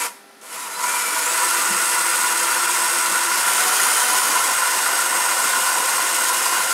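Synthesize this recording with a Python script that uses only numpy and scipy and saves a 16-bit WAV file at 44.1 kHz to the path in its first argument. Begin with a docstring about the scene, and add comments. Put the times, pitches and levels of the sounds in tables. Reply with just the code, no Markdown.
"""A warehouse, close to a cable winch: a cordless drill turns it to hoist a gas cylinder.
The drill stops, is eased on again and runs up to full speed. Its motor whines, its gear teeth hiss
and chatter, and loose steel rattles. The loaded winch squeaks, and growls as its gears knock
bracket, drum and frame. Farther off are the ventilation and a short echo from the racks.
One microphone hears it all, in mono, with the bass cut."""
import sys
import numpy as np
from scipy import signal
from scipy.fft import rfft, irfft
from scipy.io import wavfile

SR = 44100
rng = np.random.default_rng(int(sys.argv[2]) if len(sys.argv) > 2 else 0)


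def bounce(signal):
    """Save signal as a 16-bit WAV file at the path given by the first command-line argument."""
    frames = np.transpose(np.atleast_2d(signal))
    limited = np.clip(frames, -1, 1)
    pcm = np.round(limited * 32767).astype(np.int16)
    wavfile.write(sys.argv[1], SR, pcm)


N = 296793
TIME = np.arange(N) / SR
START_SPEED, CRUISE_SPEED = 289, 352  # motor shaft [turns/s]; pace is speed / CRUISE_SPEED
MID_LIFT_S = 3.5  # slow drifts pass through zero here

# moves of the trigger finger: (time [s], new speed [turns/s], rise [s], damping [0-1], gear strain [dB])
TRIGGER_MOVES = [(.058, 0, .045, .98, 0), (.405, 76, .035, .9, -.3), (.485, 162, .075, .8, -.3),
                 (.742, 288.2, .13, .68, .6), (1.212, 348.1, .132, .7, 0), (3.325, 388.2, .224, .85, .25),
                 (4.19, 355.4, .314, .8, -.5), (5.6, 353.6, 1.2, .9, -.8)]
# motor whine: (frequency [x shaft speed], relative level [dB], gain above cruising [dB per turn/s])
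WHINE_PARTIALS = [(23.25, -16, .28), (23.34, -16, .17), (23.5, 0, -.04), (23.86, -17, 0),
                  (24.02, -8.5, -.08), (39.61, -19, -.45)]
# tooth harmonics and their sidebands: (frequency [x planet gear speed], relative level [dB])
MESH_PARTIALS = [(12, -9), (20, -3), (22, -8), (23, -8), (24, -6), (26, -4), (27, -8), (29, -6), (34, -10),
                 (35, -7), (38, -6), (39, -7), (40, 0), (41, -6), (42, -9), (44, -9), (45, -11), (49, -14),
                 (50, -11), (51, -8), (58, -14)]
PLANET_RATIO = .7746  # planet gear turns per shaft turn
# the teeth bind and loosen as the planet carrier goes round: (rate [x carrier speed], depth [dB])
TOOTH_BINDING = [(2, 1.), (3, 1.7), (5, 1.1), (6, .8), (7, 1.), (10, .8), (15, .6), (30, .5)]
# how well the gear housing gives off the mesh tones: (frequency [Hz], gain [dB])
HOUSING_RESPONSE = [(4400, -11), (5300, -1), (5900, -5), (8000, -1), (8800, 1), (11400, 0), (14100, 1),
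                    (15200, -11)]
# swells and dips of the whine and of the mesh: (time [s], gain [dB])
WHINE_SWAY = [(0, -2), (.9, -3), (1.2, -3), (1.275, 8), (1.32, 1), (1.45, 1), (2, 1.3), (3.25, .5),
              (3.42, -3), (3.65, -3.5), (4.05, -3), (4.25, -3), (4.4, -5), (4.52, 2), (4.68, 1), (4.85, .5),
              (5.6, 1.5), (6.5, 1.5), (6.73, -1.5)]
MESH_SWAY = [(0, 8), (.88, 8), (1.25, 8), (1.36, 0), (1.43, -1), (1.49, 6), (1.58, 0), (1.75, .5),
             (1.9, 2.5), (2.3, 2.5), (2.55, 2), (2.7, -2), (3.05, 2), (3.27, -7), (3.55, 1), (3.7, 1),
             (4.6, 2), (5.4, 3), (6.1, 3.5)]
# hiss of sliding teeth, running fast and running slowly: (frequency [Hz], relative level [dB])
FAST_HISS = [(1200, -33), (2000, 0.5), (2800, 2.5), (3700, -0.5), (4200, 0), (4500, 0), (4750, 2),
             (5400, 2), (6150, 1), (6600, 5.5), (7150, 3), (7800, 4.5), (9500, 4), (10900, 2.5),
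             (12800, -3.5), (15500, -10.5)]
SLOW_HISS = [(1200, -26), (2000, 2.5), (2800, 1.5), (3700, -2.5), (5000, -0.5), (6000, -1), (6650, 2),
             (8000, 3.5), (9500, 4), (11300, 2), (12200, -2), (13500, -7), (15500, -15)]
# the gears take up their slack: (time [s], relative level [dB])
CLACKS = [(.413, -31), (.834, -17)]

# resonances of the winch's steel parts at mid-lift, drifting as the cable winds on:
# (frequency [Hz], width [Hz], relative level [dB], pitch drift [Hz/s], level drift [dB/s])
BRACKET_MODES = [(505, 47, -0.5, 4, -1), (664.7, 33, -1, 3, -1.3), (742, 75, -1, -0.5, 1.6)]
DRUM_MODES = [(921, 133, -10, 3, 0.45), (1007, 74, -2, 9, -0.22), (1112, 43, -10, -1, -0.47)]
FRAME_MODES = [(1209, 64, -8.5, 1.5, -0.6), (1386, 63, 1.5, 8, 0.21), (1458, 49, -0.5, 3.5, -0.38),
               (1558, 150, -9, 3, 0.16), (1783, 93, -8.5, 3, -0.23), (1892, 115, -9, 15, 0.41),
               (2015, 67, -7, 1, 0.095), (2110, 52, -9, -7, 0.23), (2428, 150, -12.5, 6, -0.45)]
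# the casing's rumble and its thicker middle: (frequency [Hz], relative level [dB])
CASING_SPECTRUM = [(70, -48), (110, -31), (140, -20), (175, 0.5), (250, 2.5), (350, 8), (450, 4),
                   (600, 1.5), (780, 0.5), (1200, 12), (2200, -10.5)]
BOOM_SPECTRUM = [(280, -28), (430, -2.5), (600, -2.5), (760, 2), (900, -4.5), (1200, -32.5)]
# the loaded winch jolts: (time [s], relative drum level [dB], relative frame level [dB])
JOLTS = [(.792, -21, -30), (.836, -20, -21), (.935, -23, -30), (1.159, -19, -27), (1.41, -20, -25),
         (1.96, -20, -25), (2.107, -28, -20), (2.235, -19, -24), (2.67, -34, -18), (3.05, -19, -26),
         (3.15, -21, -20), (3.22, -26, -19), (3.311, -27, -21), (3.58, -25, -19), (3.79, -32, -18),
         (3.861, -20, -20), (4.14, -19, -20), (4.309, -19, -24), (4.351, -19, -28), (4.431, -21, -22),
         (4.649, -22, -18), (4.855, -27, -16), (5.12, -21, -21), (5.529, -18, -28), (5.68, -19, -21),
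         (5.88, -19, -25), (5.972, -19, -21), (6.52, -18, -23)]
# the loaded winch squeaks, and once the low groan swells briefly: (time [s], length [s], frequency [Hz], level
# [dB])
SQUEAKS = [(.768, .06, 4045, -41.5), (.888, .04, 6520, -36), (1.93, .05, 1990, -32), (2.13, .04, 4995, -38),
           (3.81, .04, 6718, -32.5), (3.86, .04, 6632, -33), (4.1, .05, 6632, -33), (4.51, .06, 735, -35),
           (5.96, .06, 6632, -35)]

# each part's loudness: (base level at cruising [dB], extra gain [dB per unit of pace], drift [dB/s])
WHINE_LEVEL = (-40.5, 8.6, 0)
MESH_LEVEL = (-46, 14, -.1)
HUM_LEVEL = (-54.5, 13, -0.4)
DRONE_LEVEL = (-53.7, 10, 2.2)
HISS_LEVEL = (-23, 4.1, 0.23)
BRACKET_LEVEL = (-41, -2.5, 0.26)
DRUM_LEVEL = (-29, 1.1, 0.48)
FRAME_LEVEL = (-25.5, 7.5, -0.21)

# ventilation noise and the building's steady hum: (frequency [Hz], relative level [dB])
VENTILATION_SPECTRUM = [(35, -69), (60, -51), (204, -8), (289, -6), (390, -13), (711, -7), (780, -8),
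                        (875, -14), (1360, -10), (3050, -18), (4700, -18), (7500, -24), (11000, -19.5),
                        (15000, -36)]
BUILDING_HUM = [(398.4, -54.5), (802.1, -55.5), (1001, -60), (1351, -57), (1803, -57), (1997, -59)]
# the hall's reverberation: (frequency [Hz], time to fall 60 dB [s])
HALL_DECAY = [(200, 0.17), (1200, 0.5), (4000, 0.52), (8000, 0.4), (12000, 0.53)]


def motor_whine(speed, turns, strain_db):
    """The motor whines in a cluster of high tones, louder under strain and rougher at top speed."""
    housing_db = housing_gain(23.5 * speed, centre_hz=9480, width_hz=2250, peak_db=12)
    whine_db = level(WHINE_LEVEL, speed) + housing_db + 5.7 * strain_db + curve(WHINE_SWAY)
    roughness = .25 * np.maximum(speed / CRUISE_SPEED, 1) ** 6
    overspeed = np.maximum(speed - CRUISE_SPEED, 0)
    whine = sum(amp(db + slope * overspeed) * tone(order * turns, flutter=roughness, flutter_hz=30)
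                for order, db, slope in WHINE_PARTIALS)
    return amp(whine_db) * whine


def planet_mesh(speed, turns, strain_db):
    """The planet gears' teeth meet and sing through the housing, louder under strain."""
    mesh = np.zeros(N)
    for order, db in MESH_PARTIALS:
        hz = order * PLANET_RATIO * speed
        ring_db = housing_gain(hz, centre_hz=10770, width_hz=120, peak_db=8)
        partial = tone(order * PLANET_RATIO * turns, flutter=.2, flutter_hz=14)
        mesh += amp(db + at_frequency(HOUSING_RESPONSE, hz) + ring_db) * partial
    return amp(level(MESH_LEVEL, speed) + 2.7 * strain_db + curve(MESH_SWAY)) * mesh


def shaft_hum(speed, turns):
    """The shaft hums at its turning rate, swelling on a housing resonance."""
    hum_db = level(HUM_LEVEL, speed) + housing_gain(speed, centre_hz=341, width_hz=15, peak_db=11.4)
    return amp(hum_db) * tone(turns, flutter=.45, flutter_hz=20)


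def gear_drone(speed, turns, order=1.5):
    """The gear train drones a fifth above the shaft, growing as the load rises."""
    housing_db = housing_gain(order * speed, centre_hz=528, width_hz=30, peak_db=6.8)
    return amp(level(DRONE_LEVEL, speed) + housing_db) * tone(order * turns, flutter=.3, flutter_hz=12)


def gear_tones(speed, turns, hiss_db):
    """A faint groan grows with speed; as the load rises the tooth tone fades and the pinion's grows."""
    groan_order, tooth_order, pinion_order = 1.91, 7.746, 8.06  # multiples of the shaft speed
    from_mid_s = TIME - MID_LIFT_S
    groan_db = -25 + .12 * (speed - CRUISE_SPEED)
    groan = amp(groan_db) * tone(groan_order * turns, flutter=.4, flutter_hz=14)
    tooth = amp(-20 - from_mid_s) * tone(tooth_order * turns, flutter=.18, flutter_hz=22)
    housing_db = housing_gain(pinion_order * speed, centre_hz=2330, width_hz=200, peak_db=13.3)
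    pinion_db = -21.5 + housing_db + 1.1 * from_mid_s
    pinion = amp(pinion_db) * tone(pinion_order * turns, flutter=.35, flutter_hz=20)
    return amp(hiss_db) * (groan + tooth + pinion)


def gear_hiss(pace, pressure_db, hiss_db):
    """Sliding teeth hiss; loose ones chatter and now and then ping the steel."""
    chatter = knocks(3000 * pace, spread_db=1)
    rub = noise() + amp(-6) * chatter
    slowness = np.clip((1 - pace) / .16, 0, 1)
    hiss = (1 - slowness) * colour(rub, FAST_HISS) + slowness * amp(.66) * colour(rub, SLOW_HISS)
    pings = resonate(knocks(200 * pace, spread_db=0), hz=8350, width_hz=840)
    return amp(hiss_db + .3 * pressure_db + .9 * wander(30)) * (amp(-.2) * hiss + amp(-21) * pings)


def winch_growl(speed, turns, pressure_db):
    """Drum, frame and bracket growl under load, with a short surge as the cable comes taut."""
    pace = speed / CRUISE_SPEED
    bite_s, bite_rise_s = .83, .047
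    bite_age = np.maximum(TIME - bite_s, 0) / bite_rise_s
    bite_db = bite_age * np.exp(1 - bite_age)
    drum_db = level(DRUM_LEVEL, speed) + .66 * shaft_drag(turns, lead_turns=0) + bite_db
    frame_db = level(FRAME_LEVEL, np.minimum(speed, 376)) + .88 * bite_db  # no louder past 376 turns/s
    drum = amp(drum_db) * steel_ring(DRUM_MODES, pace, pressure_db, throb_db=.6)
    frame = amp(frame_db) * steel_ring(FRAME_MODES, pace, pressure_db, throb_db=.2)
    bracket = steel_ring(BRACKET_MODES, pace, pressure_db, throb_db=1.5)
    return drum + frame + amp(level(BRACKET_LEVEL, speed)) * bracket


def steel_ring(modes, pace, pressure_db, throb_db):
    """The winch gears knock one steel part, whose ring drifts as the cable winds on."""
    blows = knocks(1200 * pace, spread_db=2.2) + amp(-2) * noise()
    blows *= amp(.5 * pressure_db + throb_db * wander(16))
    ring, from_mid_s = np.zeros(N), TIME - MID_LIFT_S
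    for k, (hz, width_hz, db, hz_per_s, db_per_s) in enumerate(modes):
        mode_hz = hz * (1 + .005 * wander(7)) + hz_per_s * from_mid_s  # wobbles as the load shifts
        delayed = np.roll(blows, 61 * k)  # each mode feels the blows a moment after the last
        ring += amp(db + db_per_s * from_mid_s) * resonate(delayed, mode_hz, width_hz)
    return unit(ring)


def casing_rumble(hiss_db, thicken_s=3.5, thicken_over_s=.069, thicken_db=5):
    """The casing rumbles, dull and uneven; the sound thickens midway and stays so."""
    rumble = colour(noise(), CASING_SPECTRUM) * amp(2 * wander(10))
    thickness = np.clip((TIME - thicken_s) / thicken_over_s, 0, 1)
    boom = amp(thicken_db * thickness - 21.5) * colour(noise(), BOOM_SPECTRUM)
    return amp(hiss_db) * (amp(-13.5) * rumble + boom)


def rattle(hiss_db, ticks_per_s=150, low_hz=1700, high_hz=8200, spread_db=14):
    """Loose steel parts tick at random, each with a brief partial of its own."""
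    ticks, age = np.zeros(N + SR // 4), TIME[:SR // 4]
    fade = strike(age, rise_s=.002, t60_s=.22)
    for when, pitch, size, phase in rng.random((round(ticks_per_s * N / SR), 4)):
        hz = low_hz + (high_hz - low_hz) * pitch
        ring = np.sin(2 * np.pi * (hz * age + phase))
        ticks[int(when * N):][:len(age)] += amp(spread_db * size) * fade * ring
    return amp(hiss_db - 12.5) * colour(ticks[:N], FAST_HISS)


def squeaks():
    """Steel rubs on steel and sings for a moment, swelling and fading; once, the low groan near 735 Hz swells
    the same way."""
    out = np.zeros(N)
    for peak_s, length_s, hz, db in SQUEAKS:
        swell = np.exp(-(2 * (TIME - peak_s) / length_s) ** 2)
        out += amp(db) * swell * tone(hz * TIME, flutter=.5, flutter_hz=40)
    return out


def clacks(t60_s=.067):
    """Short knocks as the teeth meet: a bright snap, and the drum rings."""
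    fade = sum(amp(db - 60 * np.maximum(TIME - s, 0) / t60_s) * (TIME >= s) for s, db in CLACKS)
    ring = unit(sum(amp(db) * resonate(noise(), hz, width_hz) for hz, width_hz, db, _, _ in DRUM_MODES))
    snap = colour(noise(), FAST_HISS)
    return fade * (amp(-12) * snap + amp(-26) * ring)


def jolts():
    """Single harder knocks of the winch ring the drum and the frame."""
    out, age = np.zeros(N), TIME[:SR // 5]
    fade = amp(-2.5) * strike(age, rise_s=.006, t60_s=.19)
    for start_s, drum_db, frame_db in JOLTS:
        for modes, part_db in ((DRUM_MODES, drum_db), (FRAME_MODES, frame_db)):
            ring = sum(amp(db) * sine((hz + hz_per_s * (start_s - MID_LIFT_S)) * age)
                       for hz, _, db, hz_per_s, _ in modes)
            out[round(start_s * SR):][:len(age)] += amp(part_db) * fade * unit(ring)
    return out


def thud(start_s=1.695):
    """One soft, low bump dies away under the gear noise."""
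    fade = strike(np.maximum(TIME - start_s, 0), rise_s=.015, t60_s=.35)
    return amp(-35) * fade * resonate(noise(), hz=198, width_hz=46)


def hall_echo(direct, delay_s=.006):
    """A diffuse tail comes back from the racks just behind the direct sound, shortest in the bass."""
    hz, age, spectra = signal.stft(rng.standard_normal(SR) * (TIME[:SR] > delay_s), SR, nperseg=256)
    t60_s = at_frequency(HALL_DECAY, hz)[:, None]
    _, tail = signal.istft(spectra * amp(-60 * age / t60_s) / np.sqrt(t60_s), SR, nperseg=256)
    return signal.fftconvolve(direct, tail / np.linalg.norm(tail))[:N]


def room_tone():
    """Far behind the winch, the ventilation rushes and the building hums faintly."""
    hum = sum(amp(db) * np.sqrt(2) * sine(hz * TIME) for hz, db in BUILDING_HUM)
    return amp(-48.5) * colour(noise(), VENTILATION_SPECTRUM) + amp(-5) * hum


def follow_trigger():
    """Speed and strain settle on each trigger setting like a damped spring, overshooting a little."""
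    previous = np.array([START_SPEED, 0])
    state = np.outer(previous, np.ones(N))
    for start_s, speed, rise_s, damping, strain_db in TRIGGER_MOVES:
        goal = np.array([speed, strain_db])
        age = np.pi * np.maximum(TIME - start_s, 0) / rise_s
        swing = np.sqrt(1 - damping ** 2)
        remaining = np.exp(-damping * age) * (np.cos(swing * age) + damping / swing * np.sin(swing * age))
        state += np.outer(goal - previous, 1 - remaining)
        previous = goal
    return np.maximum(state[0], 1), state[1]


def tooth_pressure(turns):
    """Tooth pressure in dB, cycling with the planet carrier."""
    carrier_turns = turns * PLANET_RATIO / 15
    return sum(db * sine(order * carrier_turns) for order, db in TOOTH_BINDING)


def shaft_drag(turns, lead_turns, gearing=95.8, peak_s=4.375):
    """The winch's input shaft drags once in each of its turns: a swing of +-1."""
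    input_turns = (turns - np.interp(peak_s, TIME, turns)) / gearing
    return np.cos(2 * np.pi * (input_turns + lead_turns))


def level(law, speed):
    """A part's level in dB: its vibration grows with speed and drifts slowly as the load rises."""
    cruise_db, db_per_pace, db_per_s = law
    pace = speed / CRUISE_SPEED
    return cruise_db + 20 * np.log10(pace) + db_per_pace * (pace - 1) + db_per_s * (TIME - MID_LIFT_S)


def housing_gain(hz, centre_hz, width_hz, peak_db):
    """The dB that a tone gains near a housing resonance."""
    return peak_db * np.exp(-((hz - centre_hz) / width_hz) ** 2)


def tone(cycles, flutter, flutter_hz):
    """A tone of rms near 1 that follows a cycle count, fluttering in strength and phase."""
    strength = np.sqrt(2) * (1 + flutter * wander(flutter_hz))
    return strength * np.sin(2 * np.pi * (cycles + rng.random()) + flutter * wander(flutter_hz))


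def knocks(per_s, spread_db):
    """Tiny impacts at random times; spread_db makes a few larger than the rest."""
    size = amp(spread_db * np.minimum(rng.exponential(1, N), 3.5))
    return unit(size * rng.choice([-1, 1], N) * (rng.random(N) < per_s / SR))


def resonate(x, hz, width_hz):
    """A steep resonance at hz, steady or moving, to rms 1."""
    rotation = np.exp(2j * np.pi * np.cumsum(np.broadcast_to(hz, N)) / SR)
    pole = np.exp(-np.pi * width_hz * np.sqrt(2) / SR)
    envelope = signal.lfilter([(1 - pole) ** 2], [1, -2 * pole, pole ** 2], x / rotation)
    return unit((rotation * envelope).real)


def strike(age, rise_s, t60_s):
    """A straight rise on a decay that loses 60 dB in t60_s."""
    return np.minimum(age / rise_s, 1) * amp(-60 * age / t60_s)


def wander(hz):
    """Slow random motion of rms 1, up to about hz."""
    count, rate_hz = 8192, 1000
    lowpass = 1 / (1 + (np.fft.rfftfreq(count, 1 / rate_hz) / hz) ** 4)
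    slow = irfft(rfft(rng.standard_normal(count)) * lowpass)
    return unit(np.interp(TIME, np.arange(count) / rate_hz, slow))


def colour(x, spectrum, size=2 ** 19):
    """Filters by a spectrum, to rms 1."""
    gain = amp(at_frequency(spectrum, np.fft.rfftfreq(size, 1 / SR)))
    return unit(irfft(rfft(x, size) * gain)[:N])


def at_frequency(points, hz):
    """Reads a table joined by straight lines on a log-frequency axis."""
    points_hz, values = np.transpose(points)
    return np.interp(np.log(hz + 1), np.log(points_hz), values)


def curve(points):
    """A control joined by straight lines in time."""
    return np.interp(TIME, *np.transpose(points))


def sine(cycles):
    """A sine with a random starting phase."""
    return np.sin(2 * np.pi * (cycles + rng.random()))


def noise():
    """White noise of rms 1."""
    return rng.standard_normal(N)


def amp(db):
    """Decibels to gain."""
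    return 10 ** (np.asarray(db) / 20)


def unit(x):
    """Scales to rms 1."""
    return x / np.sqrt(np.mean(x ** 2) + 1e-20)


def scene():
    """Drill and winch up close, driven by one shaft, with the hall behind; both channels are alike."""
    speed, strain_db = follow_trigger()
    turns = np.cumsum(speed * (1 + .00025 * wander(11))) / SR
    pressure_db = tooth_pressure(turns)
    hiss_db = level(HISS_LEVEL, speed) + strain_db + .03 * shaft_drag(turns, lead_turns=.19)
    singing = motor_whine(speed, turns, strain_db) + planet_mesh(speed, turns, strain_db)
    drill = amp(1.4 * pressure_db) * singing + shaft_hum(speed, turns) + gear_drone(speed, turns)
    drill += gear_tones(speed, turns, hiss_db) + gear_hiss(speed / CRUISE_SPEED, pressure_db, hiss_db)
    winch = winch_growl(speed, turns, pressure_db) + casing_rumble(hiss_db)
    machine = drill + winch + rattle(hiss_db) + squeaks() + clacks() + jolts() + thud()
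    mono = machine + amp(-12) * hall_echo(machine) + room_tone()
    return np.array([mono, mono])


def record(dry):
    """The microphone cuts the bass below 145 Hz and the treble above 15750 Hz."""
    bass_cut = signal.butter(6, 145, "high", fs=SR, output="sos")
    treble_cut = signal.firwin(511, 15750, window=("kaiser", 9), fs=SR)
    return signal.oaconvolve(signal.sosfilt(bass_cut, dry), treble_cut[None], "same")


dry = scene()
out = record(dry)
bounce(out)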